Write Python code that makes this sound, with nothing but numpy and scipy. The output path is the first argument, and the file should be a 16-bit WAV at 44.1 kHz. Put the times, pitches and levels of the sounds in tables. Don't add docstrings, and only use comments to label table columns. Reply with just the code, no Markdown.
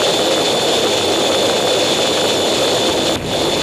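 import sys
import numpy as np
from scipy import signal
from scipy.io import wavfile
from scipy.ndimage import uniform_filter1d

SR = 44100
rng = np.random.default_rng(int(sys.argv[2]) if len(sys.argv) > 2 else 0)


def to_wav(sig):
    pcm = np.clip(np.atleast_2d(sig), -1, 1) * 32767
    pcm = np.round(pcm).astype(np.int16)
    wavfile.write(sys.argv[1], SR, pcm.T)


def gain_from_db(level_db):
    decades = np.asarray(level_db, float) / 20
    return 10 ** decades


N = 159642
TIME_S = np.arange(N) / SR
COUPLING_HZ = 700


def read(points, hz):
    f, value = np.transpose(points)
    return np.interp(np.log(hz + 1), np.log(f + 1), value)


def evened(x):
    return x / np.sqrt(np.mean(x ** 2) + 1e-20)


def slow(top_hz):
    width = max(int(SR / top_hz / 2), 1)
    once = uniform_filter1d(rng.standard_normal(N), width)
    return evened(uniform_filter1d(once, width))


def since_launch():
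    return TIME_S - JOLTS[1][0]


# f/Hz, width/Hz, lift/dB
CABIN = [(249, 12.4, 6), (331.6, 25, 8.5), (395, 27, 3.5), (528, 28, 1), (2530, 180, 4), (2967, 17, 9),
         (3470, 210, 3.5), (4307, 203, 17.5), (4300, 92, -16), (5810, 56, -17.5), (7020, 440, 5.5),
         (7250, 66, -33.5)]


def noise(points, patchy_db):
    frames, hz = N // 512 + 10, np.fft.rfftfreq(2048, 1 / SR)
    real, imaginary, patches = rng.standard_normal((frames, 1025, 3)).T
    patches = uniform_filter1d(patches, size=20, axis=0)
    patches = evened(uniform_filter1d(patches, size=5, axis=1))
    modes_db = sum(db / (1 + (2 * (hz - f) / width) ** 2) for f, width, db in CABIN)
    made_up = np.sqrt(1 + (COUPLING_HZ / (hz + 20)) ** 2) * (hz > 20)
    gain = gain_from_db(read(points, hz) + modes_db) * made_up
    z = (real + 1j * imaginary) * gain[:, None] * gain_from_db(patchy_db * patches)
    return evened(signal.istft(z, nperseg=2048, noverlap=1536)[1][2048:2048 + N])


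# f/Hz, level/dB per Hz
ROAR_SPECTRUM = [(15, -66), (25, -41), (65, -26.5), (130, -15.5), (300, -11), (520, -2.5), (900, -15),
                 (1500, -35.5)]


def roar():
    return gain_from_db(-8 + 0.95 * slow(top_hz=30.8)) * noise(ROAR_SPECTRUM, patchy_db=0.37)


# f/Hz, level/dB per Hz
HISS_SPECTRUM = [(880, -38), (1500, -14), (2780, -8), (3540, -2), (4720, -12), (6940, -13), (7420, -14),
                 (10900, -32), (15000, -81)]


def hiss(shade):
    gusts_db = 1.4 * slow(top_hz=24.0)
    return gain_from_db(-18.5 - 3.5 * shade + gusts_db) * noise(HISS_SPECTRUM, patchy_db=0.94)


WHINE_LEVELS = [-22.5, -34, -73, -76]


def whine(shade):
    blade_hz, wander_hz, waver_db = 3519.7, 1.5, 0.7
    turns = np.cumsum(blade_hz + wander_hz * slow(top_hz=2.9)) / SR
    tone = np.zeros(N)
    for harmonic, db in enumerate(WHINE_LEVELS, 1):
        level = np.sqrt(2) * gain_from_db(db + waver_db * slow(top_hz=21.0))
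        tone += level * np.cos(2 * np.pi * harmonic * turns)
    return gain_from_db(-6 * shade) * tone


def drum():
    turns = np.cumsum(97.7 + 5.27 * slow(top_hz=8.7)) / SR
    return gain_from_db(-19 + 3.9 * slow(top_hz=6.9)) * np.sin(2 * np.pi * turns)


# t/s, level/dB
CRACKS = [(0.0189, -8.5), (0.0463, -21), (0.3607, -21), (0.38, -11), (0.5465, -22), (0.856, -21),
          (0.8722, -12.5), (0.9847, -15), (1.047, -14), (1.1614, -13), (1.26, -18), (1.4287, -19),
          (1.451, -28), (1.497, -15), (1.5662, -15), (1.6759, -10), (1.942, -31), (1.9894, -10),
          (2.0566, -13), (2.142, -21), (2.176, -17), (2.2662, -25), (2.6808, -15), (2.744, -25),
          (2.836, -15), (3.0694, -21)]


def crackle():
    rate_per_s, small_db, strong_lift_db = 110, -21.5, 3.5
    front_hz, front_s = 1100, 0.00027
    chance, sign, strength = rng.random((N, 3)).T
    size = (chance < rate_per_s / SR) * gain_from_db(small_db - 3.65 * np.log(strength + 0.045))
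    for s, db in CRACKS:
        size[round(s * SR)] = gain_from_db(db + strong_lift_db)
    t = np.arange(-100, 100) / SR
    front = 2 * np.exp(-(t / front_s) ** 2 / 2) * np.sin(2 * np.pi * front_hz * t)
    return signal.oaconvolve(size * np.sign(sign - 0.5), front, "same")


# f/Hz, level/dB per Hz
ROLL_SPECTRUM = [(25, -17), (60, -5.5), (100, -2), (200, -1.5), (350, -13.5), (1000, -22.5), (3000, -22),
                 (4800, -39.5)]


def rolling():
    start_s, rise_s, shake_db, shake_die_s = 2.86, 0.06, 21, 0.14
    since = since_launch()
    build = np.clip((TIME_S - start_s) / rise_s, 0, 1)
    extra_db = shake_db * (since > 0) * np.exp(-abs(since) / shake_die_s)
    return build * gain_from_db(-13 + extra_db) * noise(ROLL_SPECTRUM, patchy_db=2.5)


# t/s, level/dB, gain duck/dB
JOLTS = [
    (2.903, 8, -1.5),
    (3.158, 36.5, -15),
    (3.496, -6, -1),
]


def jolts():
    swing_hz, sag, die_s = 112, 0.2, 0.0042
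    out = np.zeros(N)
    for s, db, _ in JOLTS:
        u = np.maximum(TIME_S - s, 0)
        cycles = swing_hz * u
        phase = 2 * np.pi * cycles * (1 - sag * cycles / (1 + cycles))
        out += gain_from_db(db) * np.exp(-u / die_s) * np.sin(phase)
    return out


def scene():
    hold_s, back_s = 0.068, 0.075
    since = since_launch()
    shade = (since > 0) * np.exp(-np.maximum(since - hold_s, 0) / back_s)
    engine = roar() + hiss(shade) + whine(shade) + drum() + crackle()
    return (engine + rolling() + jolts())[None]


def duck_db():
    fall_s, hold_s, back_s = 0.009, 0.026, 0.1
    total_db = np.zeros(N)
    for s, _, db in JOLTS:
        u = np.maximum(TIME_S - s, 0)
        recovery = np.exp(-np.maximum(u - hold_s, 0) / back_s)
        total_db += db * (1 - np.exp(-u / fall_s)) * recovery
    return total_db


def limiter_db(x):
    threshold_db, share, back_db_per_s, fall_s = -6, 0.5, 118, 0.0016
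    peak_db = 20 * np.log10(np.clip(abs(x[0]), 1e-6, 1))
    back_db = back_db_per_s * TIME_S
    held_db = np.maximum.accumulate(peak_db + back_db) - back_db
    over_db = np.maximum(held_db - threshold_db, 0)
    mean_db = over_db.mean()
    lag = np.exp(-1 / (fall_s * SR))
    smooth_db = signal.lfilter([1 - lag], [1, -lag], over_db - mean_db) + mean_db
    return -share * smooth_db


def coupled(x):
    pole = np.exp(-2 * np.pi * COUPLING_HZ / SR)
    return signal.lfilter([1, -1], [1, -pole], x - x[:, :1]) * (1 + pole) / 2


# f/Hz, level/dB
MIC = [(8000, -0.5), (11000, 1.5), (13000, -3.5), (15000, -6)]
# f/Hz, level/dB
GATE = [(5000, -12), (7600, -11), (8300, -4), (10000, -1.2), (12000, .6), (15000, 1.2)]


def thinned(x):
    shift, window = 2048 - 488, ("kaiser", 6)
    padded = np.pad(x, ((0, 0), (shift, 0)))
    hz, _, z = signal.stft(padded, SR, window, nperseg=2048, noverlap=1024)
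    power = uniform_filter1d(abs(z) ** 2, size=5, axis=1)
    power = uniform_filter1d(power, size=2, axis=2)
    usual = uniform_filter1d(power, size=70, axis=1)
    strong = power > usual * gain_from_db(read(GATE, hz))[:, None] ** 2
    kept = strong | (hz < 4700)[:, None]
    gain = gain_from_db(read(MIC, hz)) * (hz < 15030)
    y = signal.istft(z * kept * gain[:, None], SR, window, nperseg=2048, noverlap=1024)[1]
    return y[:, shift:shift + N]


def band_limit(x):
    return signal.sosfilt(signal.butter(12, 15700, fs=SR, output="sos"), x)


def record(dry):
    drive_db, ceiling_db = 1.5, -1.5
    x = dry * gain_from_db(duck_db() + drive_db - ceiling_db)
    saturated = x / (1 + x ** 6) ** (1 / 6)
    clipped = gain_from_db(ceiling_db + limiter_db(x)) * saturated
    mix = thinned(coupled(clipped))
    return band_limit(mix)


dry = scene()
out = record(dry)
to_wav(out)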